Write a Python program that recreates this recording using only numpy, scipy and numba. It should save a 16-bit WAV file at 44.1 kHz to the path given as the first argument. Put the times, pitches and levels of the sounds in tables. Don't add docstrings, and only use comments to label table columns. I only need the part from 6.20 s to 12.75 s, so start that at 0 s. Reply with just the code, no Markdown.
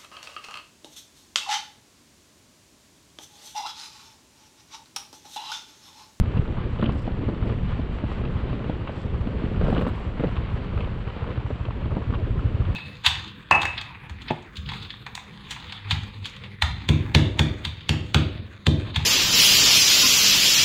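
import sys
import numpy as np
from scipy import signal
from scipy.fft import rfft, irfft
from scipy.io import wavfile
from scipy.ndimage import uniform_filter1d
from numba import njit

SR = 44100
rng = np.random.default_rng(int(sys.argv[2]) if len(sys.argv) > 2 else 0)


def wrap_up_sound(samples):
    columns = np.atleast_2d(samples).T
    tamed = np.clip(columns, -1, 1)
    steps = np.round(tamed * 32767).astype(np.int16)
    wavfile.write(sys.argv[1], SR, steps)


def convert_level_to_amplitude(level_db):
    exponent = np.asarray(level_db, float) / 20
    return 10 ** exponent


N = 288880
TIME = np.arange(N) / SR

# pitch_hz [Hz], width_hz [Hz]
CASE = [(220, 238), (460, 277), (1050, 590), (2700, 750)]


@njit
def svf(x, hz, width):
    y = np.empty(len(x))
    b, l = 0., 0.
    g, k = np.tan(np.pi * hz / SR), width / hz
    for i in range(len(x)):
        v = (b + g * (x[i] - l)) / (1 + g * (g + k))
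        b = 2 * v - b
        l = l + 2 * g * v
        y[i] = k * v
    return y


def resonate(x, hz, width):
    x = x + 1e-18
    return svf(svf(x, 1. * hz, 1. * width), 1. * hz, 1. * width)


def unit(x):
    return x / np.sqrt(np.mean(x ** 2))


def walk(rate):
    k = int(SR / rate)
    steps = np.repeat(rng.standard_normal(N // k + 1), k)
    smooth = uniform_filter1d(uniform_filter1d(steps, k), k)
    return unit(smooth[:N])


def colour(x, points):
    hz, db = np.transpose(points)
    log_hz = np.log(np.fft.rfftfreq(N, 1 / SR) + 1)
    gain_db = np.interp(log_hz, np.log(hz), db, left=-90, right=-120)
    return unit(irfft(rfft(x) * convert_level_to_amplitude(gain_db), N))


def decays(times, db, t60):
    jumps = np.zeros(N)
    np.add.at(jumps, np.clip((times * SR).astype(int), 0, N - 1), convert_level_to_amplitude(db))
    return signal.lfilter([1], [1, -np.exp(-np.log(1000) / (t60 * SR))], jumps)


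def crackle(rate, spread_db, t60):
    chance = rng.random((int(rate * N / SR), 2))
    times = chance[:, 0] * N / SR
    size_db = -spread_db * np.log(1 - chance[:, 1])
    return unit(decays(times, size_db, t60)) * rng.standard_normal(N)


def swell(peak_s, length_s):
    return np.exp(-(2 * (TIME - peak_s) / length_s) ** 2)


def exhaust():
    # time_s [s], firing_rate_hz [Hz]
    idle = [(0.0, 13.618), (0.47, 12.904), (0.94, 13.05), (1.4, 12.913), (1.87, 12.822), (2.34, 13.064),
            (2.81, 12.7), (3.28, 12.974), (3.74, 12.467), (4.21, 13.139), (4.68, 12.862), (5.15, 13.368),
            (5.61, 12.468), (6.08, 13.463), (6.55, 13.228)]
    # time_s [s], full_firing_db [dB]
    charge = [(0.0, -14.5), (0.5, -22), (1.3, -16.5), (2.0, -20), (3.0, -19.5), (3.8, -17.5), (4.2, -17.5),
              (4.9, -20), (5.6, -17), (5.85, -20.5), (6.25, -11), (6.55, -13)]
    # time_s [s], shortfall_db [dB under a full firing; below 0 is a rich one]
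    weak = [(0.22, 10), (0.295, -3), (0.37, 3.5), (0.53, -1.5), (0.6, 0), (0.68, -2), (0.76, -0.5),
            (0.83, 1.5), (0.99, 9), (1.14, 9), (1.22, -2), (1.37, 3.5), (1.45, 8), (1.6, 7), (1.68, 5.5),
            (1.76, 17), (1.91, 7), (2.0, -1), (2.07, 2.5), (2.15, -2.5), (2.38, 18), (2.53, 6), (2.69, 5),
            (3.31, 12), (3.62, 1), (3.78, 11), (3.94, 20), (4.02, 16), (4.1, 3.5), (4.18, -2), (4.25, 9),
            (4.33, -2), (4.4, 3.5), (4.48, 4.5), (4.79, 3.5), (4.94, 8), (5.09, 2), (5.17, -1.5),
            (5.24, -0.5), (5.56, 6.5), (5.95, -2.5), (6.02, -3), (6.1, -2), (6.17, 2), (6.32, 13),
            (6.47, 6.5)]
    # pitch_hz [Hz], level_db [dB], t60_s [s]
    pipe_modes = [(44.9, -12.5, .4), (67.9, -1.0, .115), (116.3, 0.0, .174)]
    # time_s [s], level_db [dB]
    late_burns = [(5.885, -17), (6.337, -14), (6.487, -13)]
    # pitch_hz [Hz], level_db [dB per Hz]
    puff = [(20, -11.5), (45, -13), (90, -0.5), (140, -0.5), (220, -13), (400, -25.5)]
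    lead = 4096
    start_phase = .118
    push_s, late_fade_s = .0093, .028

    t = np.arange(-lead, N) / SR
    phase = np.cumsum(np.interp(t, *np.transpose(idle))) / SR
    phase = phase - phase[lead] + start_phase
    count = np.arange(np.ceil(phase[0]), phase[-1])
    when = np.interp(count, phase, t)
    full_db = np.interp(when, *np.transpose(charge))
    short_db = np.zeros(len(when))
    for s, drop_db in weak:
        short_db[np.argmin(abs(when - s))] = drop_db
    jitter, unevenness = rng.standard_normal((2, len(when)))
    when = when - .0004 * short_db + 0.00048 * jitter
    places = np.clip((when * SR).astype(int) + lead, 0, N + lead - 1)
    fires = np.zeros(N + lead)
    fires[places] = convert_level_to_amplitude(full_db - short_db + 0.56 * unevenness)

    v = np.arange(SR // 2) / SR
    ring = np.zeros(len(v))
    for k, (hz, db, t60) in enumerate(pipe_modes):
        sign = (-1) ** k
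        ring += sign * convert_level_to_amplitude(db) * np.sin(2 * np.pi * hz * v) * 1000. ** (-v / t60)
    push = np.sin(np.pi * np.clip(v / push_s, 0, 1)) ** 2
    thump = signal.fftconvolve(push, ring)[:len(v)]
    tone = signal.fftconvolve(fires, thump / thump.max())[lead:lead + N]

    late_s, late_db = np.transpose(late_burns)
    late = np.zeros(N)
    late[(late_s * SR).astype(int)] = convert_level_to_amplitude(late_db)
    short_thump = thump * np.exp(-(v / late_fade_s) ** 2)
    tone = tone + signal.fftconvolve(late, short_thump / short_thump.max())[:N]

    jet_shape = (v / 0.012) * np.exp(1 - v / 0.014)
    jet = signal.fftconvolve(fires, jet_shape)[lead:lead + N]
    return tone + convert_level_to_amplitude(-22) * jet * colour(rng.standard_normal(N), puff)


def whirr(db):
    whirr_colour = [(210, -37), (350, -17.5), (457, -4.5), (760, -7.5), (1280, -9.5), (1440, -10.5),
                    (3000, -14.5), (4470, -27.5), (4940, -34), (6420, -61.5), (10900, -120)]
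    air = convert_level_to_amplitude(1.2 * walk(20)) * rng.standard_normal(N)
    ticks = crackle(120, 2.0, 0.015)
    return convert_level_to_amplitude(db) * colour(air + convert_level_to_amplitude(-8.0) * ticks, whirr_colour)


def hiss(db):
    hiss_colour = [(4500, -26.5), (5600, 5.5), (6500, -1.5), (7600, 4.5), (8400, -5), (9600, -13),
                   (11000, -44), (12500, -22.5), (13800, -14.5), (15500, -32)]
    return convert_level_to_amplitude(db + 1.4 * walk(23)) * colour(rng.standard_normal(N), hiss_colour)


def whines():
    whine_list = [(0.72, .15, 4600, 40, -75), (1.55, .2, 4615, 35, -76), (1.78, .1, 4520, 120, -73),
                  (2.8, .15, 3470, 90, -63), (2.8, .14, 5040, 120, -76), (2.86, .07, 3710, 40, -64),
                  (2.97, .2, 4340, 35, -76), (4.42, .2, 4590, 40, -76), (4.47, .35, 4340, 40, -76)]
    noise = rng.standard_normal(N)
    out = np.zeros(N)
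    for peak_s, length_s, hz, width, db in whine_list:
        out += convert_level_to_amplitude(db) * swell(peak_s, length_s) * unit(resonate(noise, hz, width))
    return out


def knocks():
    # start_s [s], level_db [dB],
    # thud_db [dB over level], tap_db [dB over level], click_db [dB over tap]
    knock_list = [(0.167, -20, 4.5, -14, -11), (0.173, -21, -9, -6.5, -6.5), (0.196, -28, -1, -20, -13),
                  (0.253, -30.5, -11, 0, -19), (0.27, -35, -6, -16, -12), (0.355, -37, -7, 1, -16),
                  (0.368, -35, -8, 3, -18), (0.38, -30.5, -13, 1, -17), (0.387, -36, -11, 2.5, -20),
                  (0.401, -35, -5, 0, -16), (0.56, -24, -1, -8, -14), (0.588, -27, -5, -3, -9),
                  (0.594, -16.5, -3, -17, -13), (0.606, -28, -3, -9, -11), (0.614, -33, -5, -4, 3),
                  (0.623, -30, -11, -8, 4), (0.626, -14, 3.5, -6, -20), (0.634, -30, 8, -26, -8),
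                  (0.64, -26.5, 12, -12, 5), (0.652, -31, -3, -6, -8), (0.658, -24, -1, -6.5, 3),
                  (0.666, -25.5, 6, -12, -9), (0.684, -24, 9.5, -16, -11), (0.7, -35.5, -10, -4, 4),
                  (0.753, -21, 1.5, -22, -7), (0.877, -24.5, 9.5, -22, -8), (0.888, -23.5, -2, -22, -10),
                  (1.082, -22, 6, -27, -12), (1.087, -15, -0.5, -22, -16), (1.095, -25.5, 3, -22, -10),
                  (1.226, -27, 3, -2, -11), (1.273, -33, 5, -2, -2), (1.296, -25, -14, -2.5, -16),
                  (1.593, -22.5, 6, -27, -15), (1.838, -22.5, 9, -7.5, -15), (1.916, -25.5, 0, -3.5, -9),
                  (2.039, -22, -10, -8, -14), (2.05, -28.5, -7, -2, -4.5), (2.329, -15, -9, -13, -13),
                  (2.337, -21.5, 0, -23, -8), (2.443, -22.5, -9, -7, -10.5), (2.496, -14.5, 2, -19, -9),
                  (2.674, -32, -4, 7, -6), (2.694, -16.5, -8, -10.5, -15), (3.071, -31, 12.5, -4, -4),
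                  (3.239, -28, 11.5, -24, -13), (3.314, -14, -20, -26, -12), (3.412, -9, -4, -18, -19),
                  (3.425, -20, -3, -14, -11), (3.435, -21, 1, -11, -5.5), (3.445, -13, -10.5, -22, -2),
                  (3.464, -25, -1, -6, -14), (3.484, -9, -10, -22, -15), (3.499, -31, 7, -7, -14),
                  (3.517, -21, 0, -17, -12), (3.526, -10.5, -2, -25, -12), (3.54, -25, 5, -13, -6),
                  (3.549, -27, -2, -10, 7), (3.566, -13, -10, -7.5, -12), (3.578, -18.5, 8, -9, -2),
                  (3.592, -20.5, 0, -5.5, -8), (3.612, -14.5, -5, -19, 3), (3.619, -20, 5, -16, -5),
                  (3.63, -18, -11, -16, -9), (3.64, -29, -2, -11, -8), (3.65, -28.5, -9, 0, -12),
                  (3.667, -18.5, 0, -4.5, -14), (3.679, -22, 4, -5, -15), (3.689, -30, 2, -1, -21),
                  (3.978, -26, -1, -14, -10), (3.997, -18.5, 5, -9, -9), (4.007, -30, 7, -16, -4),
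                  (4.018, -25, -10, -16, -1), (4.037, -12.5, 2, -21, -12), (4.047, -22, 3, -17, -8),
                  (4.069, -27, 0, -17, 2), (4.08, -26, 3, -16, -2), (4.089, -27, -10, -21, -1),
                  (4.157, -30, -9, -4, -1.5), (4.166, -24, -18, -4.5, -1.5), (4.362, -21, -23, -17, -10),
                  (4.528, -31, -8, -2, -16), (4.572, -29.5, -8, -3, -7), (4.607, -33, -9, -1, 3),
                  (4.635, -26, -12, -8, -10), (4.664, -27, -12, -12, -8), (4.69, -33, -8, -4, -6),
                  (4.645, -36, -18, 0, 0), (4.876, -26.5, -2.5, -5.5, -3.5), (4.9, -37, -10, 3, -6),
                  (4.964, -24, 0.5, -10, -8), (5.042, -29, -7, 1, -13), (5.067, -33.5, -6, -2, -17),
                  (5.115, -27, -3, -9, -12), (5.158, -24, -8, -10, -17), (5.172, -25.5, -2, -9, -14),
                  (5.262, -32, -7, 1, -14), (5.283, -37, -8, -2, -8), (5.304, -14.5, -8, -16, -15),
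                  (5.311, -19.5, -7, -14, -15), (5.451, -27, -21, -5.5, -3.5), (5.485, -21, -16, -23, -13),
                  (5.507, -31, -14, 2, -11), (5.657, -30.5, 10.5, 0.5, -9.5), (5.718, -33, -4, 3.5, -24),
                  (5.767, -20, 9, -35, -12), (5.774, -18.5, -11, -30, -12), (5.781, -25, 7.5, -30, -11),
                  (5.925, -38, -5, 2, -14), (5.938, -32.5, -2, 8, -11), (5.945, -35, 5, 7, -9),
                  (5.952, -38.5, -2, 1.5, 1), (6.393, -32, 8, -11, -14), (6.452, -34.5, -5, 1.5, -3)]
    blow_mix_db = [5.5, 7, 6, 3.5]
    scrape_mix_db = [-5, -5, -6, -4]
    detune = .13
    push_cycles = .25
    scrape_t60_s = 0.038

    s, level_db, thud_db, tap_db, click_db = np.transpose(knock_list)
    body_db = np.full(len(s), -8.0)
    mix = convert_level_to_amplitude(level_db + np.array([thud_db, body_db, tap_db, tap_db + click_db]))
    v = TIME[:4096]
    hz, width = np.transpose(CASE)[:, :, None]
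    spot = 1 + detune * rng.standard_normal((len(s), len(CASE), 1))
    scrape_shape = (1 - np.exp(-v / 0.0011)) * 1000. ** (-v / scrape_t60_s)
    blows, scrape_levels = np.zeros((2, len(CASE), N + len(v)))
    for k, start in enumerate((s * SR).astype(int)):
        cycles = hz * spot[k] * v
        build_up = 1 - np.exp(-(cycles / push_cycles) ** 2)
        ring = np.sin(2 * np.pi * cycles) * build_up * np.exp(-1.6 * width * v)
        blows[:, start:start + len(v)] += mix[:, [k]] * ring
        scrape_levels[:, start:start + len(v)] += mix[:, [k]] * scrape_shape

    noise = crackle(1500, 1.3, 0.0072)
    out = np.zeros(N)
    for k, (f, w) in enumerate(CASE):
        through = resonate(noise, f, w).std()
        scrape = resonate(noise * scrape_levels[k, :N], f, w) / through
        out += convert_level_to_amplitude(scrape_mix_db[k]) * scrape + convert_level_to_amplitude(blow_mix_db[k]) * blows[k, :N]
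    return out


def drags():
    drag_list = [(0.153, 0.047, -40, 1), (0.34, 0.066, -41, 7), (0.598, 0.12, -40, 4.5),
                 (2.662, 0.077, -49, 10), (3.411, 0.29, -38, 2), (3.987, 0.12, -37.5, -7),
                 (4.56, 0.14, -41.5, 3), (4.865, 0.065, -43.5, 9), (4.987, 0.16, -40.5, 1.5),
                 (5.33, 0.079, -57.5, 14.5), (5.716, 0.083, -40.5, -2)]
    drag_mix_db = [-2.5, 0, -7, -20.5]
    catches = crackle(140, 1.6, 0.02)
    rasp = [convert_level_to_amplitude(db) * unit(resonate(catches, hz, 0.79 * width))
            for (hz, width), db in zip(CASE, drag_mix_db)]
    body, edge = rasp[0] + rasp[1], rasp[2] + rasp[3]
    out = np.zeros(N)
    for s, length, db, edge_db in drag_list:
        fade_in = (TIME - s) / .014
        fade_out = (s + length - TIME) / 0.012
        shape = np.clip(np.minimum(fade_in, fade_out), 0, 1)
        out += convert_level_to_amplitude(db) * shape * (body + convert_level_to_amplitude(edge_db) * edge)
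    return out


def bumps():
    bump_list = [(0.158, 109, -18), (0.188, 103.4, -12), (0.627, 150, -18), (0.681, 104.6, -16.5),
                 (3.995, 166, -17.5), (4.031, 108.6, -28), (4.054, 152, -17), (4.065, 124, -17)]
    swings = 2
    out = np.zeros(N)
    for s, hz, db in bump_list:
        cycles = np.clip((TIME - s) * hz, 0, swings)
        out -= convert_level_to_amplitude(db) * np.sin(2 * np.pi * cycles) * np.sin(np.pi * cycles / swings)
    return out


def rubbing(db):
    rub_colour = [(71, -34), (120, -5), (172, 1), (409, -5), (538, -9), (747, -21), (1190, -29),
                  (1500, -35), (1950, -46.5), (3300, -120)]
    return convert_level_to_amplitude(db) * colour(crackle(400, 2.4, 0.079), rub_colour)


def scuffing(db):
    level = convert_level_to_amplitude(db + 1.3 * walk(25) + 1.0 * walk(6.5))
    return level * unit(resonate(crackle(400, 3.5, 0.05), *CASE[2]))


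def brushes():
    brush_list = [(0.797, 0.16, -63), (1.28, 0.066, -68.5), (1.917, .08, -67), (2.802, 0.14, -64.5),
                  (3.1, 0.22, -74.5), (3.62, 0.51, -65.5)]
    brush_colour = [(2800, -13), (3600, 8), (4600, 10.5), (5600, 4), (6500, -5.5), (7600, 4), (8400, -5),
                    (10000, -24.5)]
    level = sum(convert_level_to_amplitude(db) * swell(peak_s, length_s) for peak_s, length_s, db in brush_list)
    return level * colour(crackle(600, 1.2, 0.02), brush_colour)


def clinks():
    clink_list = [(0.3594, -75), (0.61, -69), (0.635, -70), (0.725, -71.5), (0.745, -72), (0.7856, -71),
                  (0.8165, -71), (1.274, -75), (2.7794, -81), (3.505, -65), (3.598, -67), (3.6117, -62.5),
                  (3.673, -62), (3.684, -65), (3.752, -68), (3.795, -69), (4.005, -79), (4.8794, -77)]
    clink_colour = [(5000, -20), (6500, -6), (7700, 0), (9000, -5), (10500, -10), (11400, -20), (12000, -8),
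                    (13500, -8), (15000, -16)]
    s, level_db = np.transpose(clink_list)
    level = uniform_filter1d(decays(s, level_db, 0.074), 200)
    return level * colour(rng.standard_normal(N), clink_colour)


def wind(db):
    wind_colour = [(15, -7), (25, 4.5), (33, -1), (42, 1), (60, 0), (115, -2.5), (160, -6), (260, -14)]
    return convert_level_to_amplitude(db + 1.8 * walk(12)) * colour(rng.standard_normal(N), wind_colour)


def scene():
    # time_s [s], rubbing_db [dB]
    handling_levels = [(0.03, -36), (0.59, -37.5), (0.9, -34.5), (1.33, -32.5), (1.58, -38.5), (2.4, -33.5),
                       (2.69, -36.5), (2.94, -36), (3.2, -32.5), (3.4, -32.5), (3.5, -29.5), (3.72, -37.5),
                       (4.1, -37.5), (4.87, -39.5), (5.51, -40.5), (5.8, -35), (6.25, -36), (6.52, -38)]
    gusts = [(0.0, -16), (0.11, -35), (0.19, -22.5), (0.26, -30), (0.69, -26.5), (1.11, -30.5), (1.3, -26),
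             (1.81, -30), (2.24, -29.5), (2.77, -33.5), (3.38, -27.5), (3.57, -27), (3.9, -34),
             (4.02, -31.5), (4.11, -31.5), (4.45, -31), (4.6, -28.5), (4.76, -34), (5.4, -37), (5.861, -31),
             (6.2, -29), (6.5, -28)]
    # time_s [s], treble_db [dB]
    shade = [(0.0, 2), (1.0, 0.5), (2.0, 1.5), (3.0, 1), (4.3, 1.5), (5.0, 0.5), (5.7, 0), (6.55, 1)]
    case_top_hz = 4420

    rub_db = np.interp(TIME, *np.transpose(handling_levels))
    wind_db = np.interp(TIME, *np.transpose(gusts))
    shade_db = np.interp(TIME, *np.transpose(shade))
    stir_db = np.maximum(rub_db + 33.5, 0)

    engine = exhaust() + whirr(-45.5 + shade_db + 0.97 * stir_db)
    engine = engine + hiss(-78 + shade_db) + whines()
    muffle = signal.butter(8, case_top_hz, fs=SR, output="sos")
    wall = signal.sosfilt(muffle, knocks() + drags())
    handling = wall + bumps() + rubbing(rub_db) + scuffing(-50 + 0.93 * stir_db)
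    handling = handling + brushes() + clinks()
    return (engine + handling + wind(wind_db))[None]


def roll_off(x):
    return signal.sosfilt(signal.butter(12, 15300, fs=SR, output="sos"), x)


def record(dry):
    low_cut = signal.butter(1, 10, "high", fs=SR, output="sos")
    heard = signal.sosfilt(low_cut, dry)
    heard = heard + convert_level_to_amplitude(-106) * rng.standard_normal(dry.shape)
    return roll_off(heard)


dry = scene()
out = record(dry)
wrap_up_sound(out)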